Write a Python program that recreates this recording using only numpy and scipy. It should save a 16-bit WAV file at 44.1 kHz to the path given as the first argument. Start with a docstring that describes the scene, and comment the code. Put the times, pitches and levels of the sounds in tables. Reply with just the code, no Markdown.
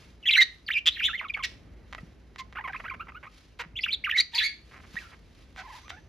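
"""A quiet room with a wire cage: two budgerigars warble, one right at the bars, one farther back. Their song is
a string of fast whistled glides, each bird one gliding tone with overtones, some of it fluttered into buzzes.
Pulses ringing the throat make soft croaks and beak clicks; noise makes raspy hisses. A few dull decaying thumps
sound and a wire rings faintly, over rustling and the room's low rumble. Cage and room reflect both birds, the
far one more strongly, into a pair of microphones."""
import sys
import numpy as np
from scipy import signal
from scipy.fft import rfft, irfft, next_fast_len
from scipy.io import wavfile
from scipy.ndimage import uniform_filter1d, map_coordinates

SR = 44100
rng = np.random.default_rng(int(sys.argv[2]) if len(sys.argv) > 2 else 0)


def int16_out(signal):
    """Quantize to a 16-bit WAV file."""
    q = np.round(np.clip(np.atleast_2d(signal).T, -1, 1) * 32767)
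    wavfile.write(sys.argv[1], SR, q.astype(np.int16))


N = 268172
TIME = np.arange(N) / SR
SIZE = next_fast_len(N + SR)
FREQS = np.maximum(np.fft.rfftfreq(SIZE, 1 / SR), 1)


def from_db(db):
    """Decibels to gain."""
    return 10 ** (np.asarray(db) / 20)


def rms_one(x):
    """Scale to unit power."""
    return x / np.sqrt(np.mean(x ** 2) + 1e-20)


def at_hz(points, hz):
    """Read a table on a log-frequency axis."""
    table_hz, values = np.transpose(points)
    return np.interp(np.log(hz), np.log(table_hz), values)


def shaped(x, response):
    """Filter by a frequency response."""
    return irfft(rfft(x, SIZE) * response, SIZE)[..., :N]


def noise(colour):
    """Coloured noise of unit power."""
    return rms_one(shaped(rng.standard_normal(N), from_db(at_hz(colour, FREQS))))


def wobble(hz):
    """Random motion up to the given rate, spread 1."""
    return rms_one(shaped(rng.standard_normal(N), 1 / (1 + (FREQS / hz) ** 4)))


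def span(start, end):
    """Samples of an event and its progress from 0 to 1."""
    first = int(start * SR)
    at = np.arange(first, min(max(int(end * SR), first + 20), N))
    return at, np.linspace(0, 1, len(at))


def soften(x, seconds):
    """Round the corners of a control by averaging twice."""
    size = max(int(seconds * SR), 1)
    return uniform_filter1d(uniform_filter1d(x, size), size)


# colour of the room's rumble: [f/Hz, level/dB]
RUMBLE_COLOUR = [(25, -5.5), (52, 1.5), (75, -4), (120, -11.5), (200, -13.5), (320, -17), (660, -26),
                 (1100, -34), (2200, -33.5), (4200, -55.5), (7000, -57.5), (10000, -58), (15500, -67)]
# likeness of the room noise at the two microphones: [f/Hz, likeness 0-1]
LIKENESS = [(40, 0.98), (125, 0.93), (300, .7), (1000, 0.8), (10000, 0.96)]


def room_noise(level_db, swell_db):
    """Low rumble of the home, slowly swelling, nearly the same on both sides in the bass."""
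    alike = np.clip(at_hz(LIKENESS, FREQS), 0, 1)
    middle = noise(RUMBLE_COLOUR)
    side = shaped(noise(RUMBLE_COLOUR), np.sqrt((1 - alike) / (1 + alike)))
    gain = from_db(level_db + swell_db * wobble(1.3))
    return gain * (middle + side * np.array([[1], [-1]]))


# colour of the rustle: [f/Hz, level/dB]
RUSTLE_COLOUR = [(400, -13.5), (1100, -0.5), (2200, 2), (4000, 0.5), (5500, -4), (7500, -8), (10500, -13),
                 (14500, -25.5), (16000, -30.5)]
# stirs of feathers and feet over a faint steady rustle, levels before the grain: [t/s, peak level/dB]
STIRS = [(.02, -59.5), (.53, -68.5), (1.509, -67), (2.0, -67), (2.8, -64.5), (3.38, -63.5), (4.72, -66.5),
         (5.001, -51.5), (5.39, -67.5), (5.75, -54.5), (5.97, -80)]
STIR_RISE_DB_PER_S, STIR_FALL_DB_PER_S, RUSTLE_DB = 112.5, 125.5, -74.5


def rustle(grain_db):
    """Feathers and feet stir softly all the time, a grainy noise with now and then a swell."""
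    gain = from_db(RUSTLE_DB)
    for s, peak_db in STIRS:
        drop_db = np.maximum(STIR_RISE_DB_PER_S * (s - TIME), STIR_FALL_DB_PER_S * (TIME - s))
        gain = gain + from_db(peak_db - drop_db)
    return gain * from_db(grain_db * wobble(60)) * noise(RUSTLE_COLOUR)


def flutter(rows):
    """Swing of the syrinx that chops a whistle into a buzz: its beat and its depth."""
    beat, depth = np.zeros((2, N))
    for start, end, per_s, amount in rows:
        at, _ = span(start, end)
        beat[at] = -np.cos(2 * np.pi * per_s * (TIME[at] - start))
        depth[at] = min(amount, 1)
    return soften(beat * depth, 0.00021), soften(depth, 0.00022)


# strength of the octave overtone, strong in low notes and faint in high ones: [pitch f/Hz, level/dB]
OCTAVE = [(780, 3.5), (1000, 0), (1250, -6.5), (1500, -14), (2000, -23.5), (2500, -29.5), (3000, -30),
          (4000, -26.5)]
# colour of the overtones, read relative to the octave: [f/Hz, level/dB]
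OVERTONE_COLOUR = [(1500, 19.5), (2500, 10), (3200, -0.5), (4200, -13), (5500, -24), (7000, -29.5),
                   (8500, -27), (10500, -36), (14500, -36), (16000, -39)]
# colour of the breath let through by a rough voice: [f/Hz, level/dB]
AIR_COLOUR = [(400, -35), (1200, -23.5), (2200, 19.5), (4200, -10.5), (5400, -11), (8500, -19.5),
              (10500, -14.5), (14500, -7), (16000, -27.5)]
# unsteady push of air: its rate, its swing in level and in pitch (share)
PUSH_HZ, PUSH_DB, PUSH_BEND = 87, 1.36, .008
FULL_FALL_HZ = 1800   # below this pitch the higher overtones thin out less and less
BASE_ROUGH = 0.053    # added to the roughness of every note


def whistle(notes, squeezes, flutters, jitter, shimmer, rough_hz, air_db, ease_s, fall_db, bend_hz):
    """One syrinx runs through the notes; roughness shakes its pitch and strength and lets air through."""
    controls = np.zeros((4, N))
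    gate, pitch, gain, rough = controls
    for at, note_hz, strength, roughness in notes:
        gate[at], pitch[at], gain[at] = 1, note_hz, strength
        rough[at] = np.clip(roughness, 0, 1)
    gate, pitch, gain, rough = (soften(c, ease_s) for c in controls)
    # dividing by the softened gate keeps pitch and roughness whole at the edges of a note
    pitch = np.maximum(pitch / np.maximum(gate, 1e-6), 300)
    rough = rough / np.maximum(gate, 1e-6) + BASE_ROUGH
    # a low pitch strengthens the octave; a squeeze sets it, strong in a screech, weak in a hollow note
    octave = at_hz(OCTAVE, pitch)
    for start, end, octave_db in squeezes:
        octave[span(start, end)[0]] = octave_db
    octave = soften(octave, ease_s)
    gain = gain / np.hypot(1, from_db(octave))
    # the push of air is never quite steady
    push = wobble(PUSH_HZ)
    gain = gain * from_db(PUSH_DB * push)
    pitch = pitch * (1 + PUSH_BEND * push)
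    # each beat of the flutter raises strength and pitch together
    beat, depth = flutter(flutters)
    gain = gain * (1 + beat) / np.sqrt(1 + depth ** 2 / 2)
    gain = gain * (1 + np.tanh(shimmer * rough * wobble(rough_hz)))
    shaken_hz = pitch * (1 + jitter * rough * wobble(rough_hz)) + bend_hz * beat * depth
    phase = 2 * np.pi * np.cumsum(shaken_hz) / SR
    on = np.flatnonzero(gate > 1e-6)
    tone = np.zeros(N)
    tone[on] = np.sin(phase[on])
    # overtones grow together with the octave and are coloured by the throat
    fall_share = np.minimum(pitch[on] / FULL_FALL_HZ, 1)
    for k in range(2, 9):
        hz = k * pitch[on]
        colour_db = at_hz(OVERTONE_COLOUR, hz) - at_hz(OVERTONE_COLOUR, 2 * pitch[on])
        level_db = octave[on] + colour_db - fall_db * np.log2(k / 2) * fall_share
        tone[on] += from_db(level_db) * np.sin(k * phase[on]) * (hz < SR / 2)
    air = from_db(air_db) * rough * noise(AIR_COLOUR)
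    return gain * (np.sqrt(2) * tone + air)


NOTE_EDGE = .45   # strength at the ends of a note
ROUGH_AT_HZ, ROUGH_GROWTH = 1500, 0.66   # pitch at which a note's roughness holds; lower notes are rougher


def note(start, end, first_hz, turn_hz, level_db, turn, roughness, lateness=1):
    """A short note swells and fades while its pitch runs along a parabola to a turning point."""
    at, u = span(start, end)
    pitch = turn_hz + (first_hz - turn_hz) * (1 - u / turn) ** 2
    swell = NOTE_EDGE + 0.54 * np.sin(np.pi * u ** lateness)
    slack_rough = roughness * (ROUGH_AT_HZ / turn_hz) ** ROUGH_GROWTH
    return at, pitch, from_db(level_db) * swell, slack_rough


# flutter of the syrinx at the bars: [start t/s, end t/s, beats per s, depth 0-1]
FLUTTERS = [(.3062, .316, 310, .92), (.3445, .358, 250, .7), (.752, .793, 330, .4), (.8555, .897, 166, .92),
            (1.03, 1.058, 330, .5), (3.931, 3.95, 430, .4), (4.198, 4.215, 140, .35)]
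# squeezes of the throat that hold the overtone at one strength, high in a screech, low in a hollow note:
# [start t/s, end t/s, octave overtone level/dB]
SQUEEZES = [(0.413, 0.439, 3.5), (1.1, 1.122, 2), (4.175, 4.212, 7.5), (5.624, 5.8, -8.5)]


def near_bird():
    """All whistled notes of the bird at the bars, sung by one syrinx."""
    notes = near_chirps() + swoops() + near_slurs() + [squawk()]
    return whistle(notes, SQUEEZES, FLUTTERS, jitter=0.15, shimmer=0.16, rough_hz=503.0,
                   air_db=-6.5, ease_s=.0018, fall_db=9.5, bend_hz=694)


# slurs at the bars, notes that ease into a held pitch: [start t/s, end t/s, first f/Hz, held f/Hz, level/dB]
SLURS = [(.228, .256, 3109, 2650, -45.5), (1.025, 1.073, 2490, 3516, -27), (1.131, 1.166, 1547, 2100, -30),
         (1.178, 1.185, 3400, 2944, -37.5), (1.211, 1.217, 2233, 1078, -34),
         (1.283, 1.293, 4314, 2938, -44.5), (1.296, 1.31, 2508, 2332, -30.5),
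         (2.386, 2.424, 1094, 1045, -41), (2.568, 2.583, 983, 1506, -33), (2.608, 2.615, 1011, 934, -35.5),
         (2.64, 2.668, 1239, 1032, -34.5), (2.757, 2.77, 1200, 2604, -34),
         (2.855, 2.872, 1112, 1448, -36.5), (2.898, 2.905, 2327, 2310, -31),
         (2.996, 3.031, 1123, 1381, -38), (3.12, 3.124, 1197, 1375, -43.5),
         (3.146, 3.182, 1192, 1449, -41.5), (3.264, 3.282, 924, 1270, -45),
         (3.756, 3.787, 2506, 3400, -34.5), (4.334, 4.392, 888, 968, -40),
         (4.966, 4.984, 1695, 1940, -29.5), (4.987, 4.991, 1970, 2613, -31),
         (5.573, 5.625, 773, 754, -45.5), (5.907, 5.956, 681, 727, -48), (5.96, 5.995, 735, 880, -53)]
SLUR_TURN, SLUR_ROUGH = 0.84, 0.19   # share of a slur before it levels off; roughness 0-1


def near_slurs():
    """Notes of the near bird whose pitch slides ever more slowly into a held one."""
    return [note(*row, SLUR_TURN, SLUR_ROUGH) for row in SLURS]


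ROUGH_PER_OCTAVE_PER_S = .004   # a chirp gets rougher the faster its pitch slides


def chirp(points, roughness):
    """A whistle that bends smoothly through its points: samples, pitch, gain, roughness."""
    s, hz, level_db = np.transpose(points)
    at, _ = span(s[0], s[-1])
    place = np.interp(TIME[at], s, np.arange(len(s)))
    octaves = map_coordinates(np.log2(hz), [place], order=3, mode="nearest")
    slide = np.abs(np.gradient(octaves)) * SR
    gain = from_db(np.interp(TIME[at], s, level_db))
    return at, 2 ** octaves, gain, roughness + ROUGH_PER_OCTAVE_PER_S * slide


# loud gliding whistles at the bars, some of several syllables with near-silent dips between,
# each a list of points: [t/s, pitch f/Hz, level/dB]
CHIRPS = [
    [(.255, 2935, -35), (.28, 3373, -20), (.299, 2356, -18.5), (.304, 2480, -23.5), (.31, 2840, -17.5),
     (.319, 3950, -29), (.333, 3654, -21), (.339, 3042, -16.5), (.346, 2500, -24.5), (.358, 2448, -15.5),
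     (.372, 1453, -35), (.381, 1905, -15.5), (.393, 2055, -16.5), (.409, 2070, -14.5), (.423, 1859, -13.5),
     (.435, 2230, -23)],
    [(.665, 4780, -44), (.677, 4200, -47.5), (.684, 3190, -34.5), (.691, 1864, -25.5), (.699, 1312, -59),
     (.705, 1792, -22.5), (.731, 3750, -39.5), (.742, 2640, -27.5), (.751, 2515, -28.5), (.772, 2330, -21),
     (.792, 2866, -30)],
    [(.858, 2731, -30), (.877, 3000, -16), (.897, 2893, -27)],
    [(.993, 3050, -35.5), (1.003, 2200, -28), (1.015, 1280, -45)],
    [(3.808, 4300, -42.5), (3.829, 4920, -47.5), (3.841, 2643, -21), (3.853, 3607, -44), (3.865, 1559, -29),
     (3.871, 1476, -48.5), (3.883, 2714, -38), (3.889, 2422, -26.5), (3.9, 2330, -30)],
    [(3.906, 2963, -32), (3.922, 3740, -35.5), (3.927, 4301, -26), (3.933, 4030, -21.5),
     (3.941, 3670, -25.5), (3.95, 3340, -28.5)],
    [(4.04, 2053, -25.5), (4.049, 2835, -27.5), (4.058, 2256, -33.5), (4.078, 1275, -32),
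     (4.09, 1285, -38.5), (4.099, 2225, -26.5), (4.108, 3476, -41), (4.116, 2375, -17.5)],
    [(4.123, 1918, -28.5), (4.131, 1739, -31.5), (4.148, 2010, -30), (4.163, 2196, -24),
     (4.174, 1925, -26.5), (4.191, 1989, -16.5), (4.198, 1892, -20.5), (4.206, 2311, -13),
     (4.215, 2042, -29)],
]
CHIRP_ROUGH = 0.049   # roughness of a chirp where its pitch stands still


def near_chirps():
    """Loud gliding whistles of the near bird, some of several syllables with near-silent dips between."""
    return [chirp(points, CHIRP_ROUGH) for points in CHIRPS]


# chirps from the back of the cage, each a list of points: [t/s, pitch f/Hz, level/dB]
FAR_CHIRPS = [
    [(.9, 3532, -42.5), (.94, 3960, -44.5), (.958, 3100, -42), (.978, 1787, -37.5), (.986, 3294, -41.5),
     (1.01, 2322, -38.5), (1.055, 3251, -25.5), (1.072, 3563, -25), (1.08, 3473, -43), (1.12, 3450, -56)],
    [(4.337, 4071, -42), (4.345, 2996, -37.5), (4.353, 2100, -30.5), (4.376, 2176, -31.5),
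     (4.385, 3435, -18.5), (4.394, 3701, -25.5), (4.407, 1768, -27.5), (4.435, 2049, -29.5),
     (4.46, 2209, -26.5), (4.472, 2193, -33.5)],
]
# slurs from the back: [start t/s, end t/s, first f/Hz, held f/Hz, level/dB]
FAR_SLURS = [(.255, .268, 2020, 1878, -33), (.31, .345, 2093, 2130, -30.5),
             (0.36, 0.392, 1901, 2037, -24.5), (4.991, 5.073, 2103, 1355, -51.5),
             (5.831, 5.891, 930, 1246, -59)]
# flutter of the syrinx at the back: [start t/s, end t/s, beats per s, depth 0-1]
FAR_FLUTTERS = [(4.352, 4.378, 200, 0.8), (4.393, 4.472, 210, 0.3)]
# squeezes of the throat at the back: [start t/s, end t/s, octave overtone level/dB]
FAR_SQUEEZES = [(0.35, 0.387, 10), (1.032, 1.074, -21.5), (4.348, 4.379, 9), (4.405, 4.471, 0)]
FAR_ROUGH = .35


def far_bird():
    """All whistled notes of the bird at the back, sung by one rougher syrinx."""
    notes = [chirp(points, FAR_ROUGH) for points in FAR_CHIRPS]
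    notes += [note(*row, SLUR_TURN, FAR_ROUGH) for row in FAR_SLURS]
    return whistle(notes, FAR_SQUEEZES, FAR_FLUTTERS, jitter=0.091, shimmer=0.17, rough_hz=434,
                   air_db=-8.5, ease_s=0.0023, fall_db=4.5, bend_hz=250)


# colour of hisses and of the snap of a beak click: [f/Hz, level/dB]
HISS_COLOUR = [(300, -43), (1100, -10.5), (2000, 6), (3800, 5), (5500, -3), (7500, -6.5), (10500, -23),
               (14500, -25.5), (16000, -28.5)]
# rasping hisses: [start t/s, end t/s, level/dB, distance 0 at the bars to 1 at the back]
HISSES = [(0.402, 0.433, -27.5, .1), (0.766, 0.795, -48, .1), (0.858, 0.895, -28, .05),
          (1.433, 1.459, -29, 0.42), (2.381, 2.413, -42, 0.029), (3.589, 3.624, -41.5, .05),
          (4.16, 4.221, -34.5, 0.15), (4.316, 4.483, -47.5, 0.55), (5.565, 5.617, -49, 1),
          (5.892, 5.909, -41.5, 0.7)]


def hisses(grain_db):
    """Air forced through the throat: the near share, chopped by the flutter, and the far share."""
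    gain = np.zeros((2, N))
    for start, end, level_db, distance in HISSES:
        at, u = span(start, end)
        distance = np.clip(distance, 0, 1)
        swell = np.sqrt(np.abs(np.sin(np.pi * u)))
        gain[:, at] += np.outer([1 - distance, distance], from_db(level_db) * swell)
    gain[0] *= 1 + flutter(FLUTTERS)[0]
    return gain * noise(HISS_COLOUR) * from_db(grain_db * wobble(400))


# swoops at the bars, soft notes that dive to a low pitch and curl up:
# [start t/s, end t/s, lowest f/Hz, level/dB]
SWOOPS = [(1.077, 1.118, 1339, -32.5), (1.187, 1.214, 2030, -32), (1.24, 1.27, 1095, -38.5),
          (1.338, 1.357, 2080, -30.5), (1.388, 1.418, 1034, -38.5), (1.425, 1.464, 1856, -33.5),
          (2.556, 2.567, 1300, -42), (2.584, 2.604, 826.3, -35.5), (2.691, 2.712, 762.5, -38.5),
          (2.731, 2.741, 1595, -34.5), (2.743, 2.758, 1002, -35), (2.838, 2.856, 875.6, -43),
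          (2.879, 2.893, 1465, -38.5), (2.906, 2.93, 1039, -36.5), (3.069, 3.076, 1046, -46.5),
          (3.787, 3.8, 2051, -27.5)]
# depth of a dive to 2 kHz; higher notes dive deeper; share of the note before it turns
SWOOP_OCTAVES, SWOOP_GROWTH, SWOOP_TURN = .85, .6, .72
SWOOP_ROUGH = 0.14


def swoops():
    """Notes that dive from above; the higher one lies, the deeper it dives and the later it swells."""
    notes = []
    for start, end, low_hz, level_db in SWOOPS:
        height = (low_hz / 2000) ** SWOOP_GROWTH
        first_hz = low_hz * 2 ** (SWOOP_OCTAVES * height)
        notes.append(note(start, end, first_hz, low_hz, level_db, SWOOP_TURN, SWOOP_ROUGH,
                          lateness=1.1 * height))
    return notes


# resonances of throat and beak: [f/Hz, width f/Hz, level/dB]
THROAT = [(890, 1050, -0.5), (1580, 1124, 3.5), (1940, 213, 6), (2270, 360, -5), (2980, 1240, -10.5),
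          (4750, 300, -27)]


def throat(pulses):
    """Pulses ring the resonances of throat and beak, two-pole filters of alternating sign."""
    out = 0
    for k, (hz, width, level_db) in enumerate(THROAT):
        r = np.exp(-np.pi * width / SR)
        poles = [1, -2 * r * np.cos(2 * np.pi * hz / SR), r * r]
        zeros = np.array([1, 0, -1]) * (1 - r * r) / 2
        out = out + (-1) ** k * from_db(level_db) * signal.lfilter(zeros, poles, pulses + 1e-18)
    return out


# uneven rasps, levels before the kind's own gain: [start t/s, end t/s, typical pulses per s, level/dB]
RASPS = [(1.214, 1.239, 810, -42.5), (1.365, 1.384, 730, -39), (2.552, 2.564, 650, -43.5),
         (2.672, 2.687, 790, -36), (2.796, 2.808, 490, -41), (2.841, 2.858, 480, -42.5),
         (2.937, 2.952, 650, -42.5), (3.081, 3.103, 850, -44.5), (3.229, 3.259, 500, -44.5),
         (3.624, 3.651, 260, -48), (4.71, 4.809, 253, -50), (4.832, 4.859, 286, -54.5),
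         (5.115, 5.149, 395, -51)]
# even nasal notes, levels likewise: [start t/s, end t/s, typical pulses per s, level/dB]
NASALS = [(1.98, 1.989, 649, -44), (3.593, 3.623, 482.4, -33), (5.573, 5.627, 331.5, -44.5),
          (5.898, 5.93, 763, -51)]
RASP_UNEVEN, NASAL_UNEVEN = .43, 0.046   # random spread of the pulse spacing, as a natural logarithm


def croaks(rows, uneven, level_db, scatter_db):
    """The slack syrinx claps in slow pulses, even for a nasal note and uneven for a rasp."""
    out = np.zeros(N)
    for start, end, per_s, croak_db in rows:
        at, u = span(start, end)
        chance = rng.standard_normal((100, 2))   # spacing and strength of each pulse
        times = (np.cumsum(np.exp(uneven * chance[:, 0])) - .5) * SR / per_s
        inside = times < len(at)
        pulses = np.zeros(len(at) + SR // 100)   # 10 ms more for the ring to die
        pulses[times[inside].astype(int)] = from_db(scatter_db * uneven * chance[inside, 1])
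        pulses[:len(at)] *= 1.6 + np.sin(np.pi * u)
        voice = rms_one(throat(pulses)) * np.sqrt(len(pulses) / len(at))
        out[at[0]:at[0] + len(voice)] += from_db(croak_db + level_db) * voice[:N - at[0]]
    return out


# beak clicks, strength before the ring and snap are weighted: [t/s, level/dB]
CLICKS = [(1.927, -21.5), (1.932, -21), (1.9489, -18.5), (2.360, -25), (2.526, -29.5), (2.531, -33),
          (2.725, -33), (4.956, -25.5), (5.562, -27.5), (5.881, -28), (5.904, -20.5)]


def beak_clicks(level_db, snap):
    """Each click is a sharp snap with a short ring of the mouth."""
    pulses = np.zeros(N)
    for s, click_db in CLICKS:
        pulses[int(s * SR)] = from_db(click_db)
    ring = from_db(level_db) * throat(pulses)
    return ring + snap * shaped(pulses, from_db(at_hz(HISS_COLOUR, FREQS)))


# dull low thumps: [t/s, level/dB at the start of the decay, f/Hz]
BUMPS = [(2.032, -32.5, 169), (3.661, -37.5, 160.3), (3.742, -35, 82.2), (4.945, -37, 190)]


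def low_thumps(decay_s):
    """Each dull thump is a low sine that dies away exponentially."""
    out = np.zeros(N)
    for s, bump_db, hz in BUMPS:
        age = np.maximum(TIME - s, 0)
        out += from_db(bump_db) * np.exp(-age / decay_s) * np.sin(2 * np.pi * hz * age)
    return out


SQUAWK_START_S, SQUAWK_END_S, SQUAWK_HZ, SQUAWK_DB, SQUAWK_ROUGH = 5.628, 5.8, 954, -47.5, 0.21
WAVER_PER_S, WAVER_SHARE = 18.5, .085   # rate and pitch swing of the squawk


def squawk():
    """A low, breathy note of the near bird whose pitch wavers."""
    at, pitch, gain, rough = note(SQUAWK_START_S, SQUAWK_END_S, SQUAWK_HZ, SQUAWK_HZ, SQUAWK_DB,
                                  SLUR_TURN, SQUAWK_ROUGH)
    waver = np.cos(2 * np.pi * WAVER_PER_S * (TIME[at] - SQUAWK_START_S))
    return at, pitch * (1 - WAVER_SHARE * waver), gain, rough


# ringing wire: [t/s, level/dB]
WIRE = [(5.68, -100), (5.78, -77), (5.85, -63), (5.95, -71), (6.08, -77)]
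WIRE_HZ = 6070


def wire_ring():
    """The thin ring of one wire, a steady sine that follows the levels."""
    level_db = np.interp(TIME, *np.transpose(WIRE), left=-200)
    return from_db(level_db) * np.sin(2 * np.pi * WIRE_HZ * TIME)


# colour of the reflections: [f/Hz, level/dB]
ECHO_COLOUR = [(200, -15.5), (1000, 4), (2100, 2), (2900, 3), (4200, 1.5), (5500, 5), (8000, -6),
               (15000, -6)]


def echoes(x, t60, delay_s, width):
    """Dense reflections that die away, partly alike at the two microphones."""
    age = TIME[:SR // 2]
    mid, side = rng.standard_normal((2, len(age))) * from_db(-60 * age / t60) * (age > delay_s)
    tails = mid + width * side * np.array([[1], [-1]])
    tails /= np.sqrt(np.sum(tails ** 2) / 2)
    return shaped(x, rfft(tails, SIZE) * from_db(at_hz(ECHO_COLOUR, FREQS)))


# left minus right microphone: [f/Hz, level/dB]
PORT_BALANCE = [(300, 0), (700, -.5), (1100, -2.3), (2000, -3.8), (2600, -1), (3600, 0), (15000, 0)]
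# how far the left microphone leads: [f/Hz, phase/radians]
PORT_PHASE = [(100, 0), (2000, -.1), (2900, .5), (4800, .25), (5700, -.8), (6700, -.95), (7500, -2.2),
              (8300, -3.14), (9100, -3.8), (10100, -4.6), (10700, -5.9), (12700, -6.4), (14000, -8.1),
              (15000, -9.2)]


def microphone_pair(sound):
    """The two ports hear the treble out of step and at slightly different levels."""
    sides = np.array([[.5], [-.5]])
    balance = from_db(sides * at_hz(PORT_BALANCE, FREQS))
    return shaped(sound, balance * np.exp(1j * sides * at_hz(PORT_PHASE, FREQS)))


# reflections against the direct sound, before their colour
CAGE_DB, FAR_CAGE_DB, ROOM_DB, FAR_ROOM_DB = -12.5, -8, -20.5, -8


def scene():
    """Both birds, their reflections from cage and room, and the background."""
    near_hiss, far_hiss = hisses(grain_db=0.0)
    rasps = croaks(RASPS, RASP_UNEVEN, level_db=-4.0, scatter_db=5.5)
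    nasals = croaks(NASALS, NASAL_UNEVEN, level_db=-5.0, scatter_db=16)
    near = near_bird() + near_hiss + rasps + nasals + beak_clicks(level_db=17.5, snap=0.93)
    far = far_bird() + far_hiss + rustle(grain_db=2.0)
    # the farther bird comes with much stronger reflections
    to_cage = from_db(CAGE_DB) * near + from_db(FAR_CAGE_DB) * far
    to_room = from_db(ROOM_DB) * near + from_db(FAR_ROOM_DB) * far
    in_cage = echoes(to_cage, t60=0.067, delay_s=0.0017, width=.8)
    in_room = echoes(to_room, t60=0.31, delay_s=.008, width=.8)
    sound = near + far + in_cage + in_room + room_noise(level_db=-52.69, swell_db=2.0)
    # thumps and wire reach both microphones alike
    return microphone_pair(sound) + low_thumps(decay_s=0.0068) + wire_ring()


MIC_LOW_CUT_HZ, CUTOFF_HZ = 43, 15500


def record(dry):
    """The microphone loses the deepest bass; the top is cut steeply."""
    low_cut = 1 / np.sqrt(1 + (MIC_LOW_CUT_HZ / FREQS) ** 12)
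    high_cut = 1 / np.sqrt(1 + (FREQS / CUTOFF_HZ) ** 240)
    return shaped(dry, low_cut * high_cut)


dry = scene()
out = record(dry)
int16_out(out)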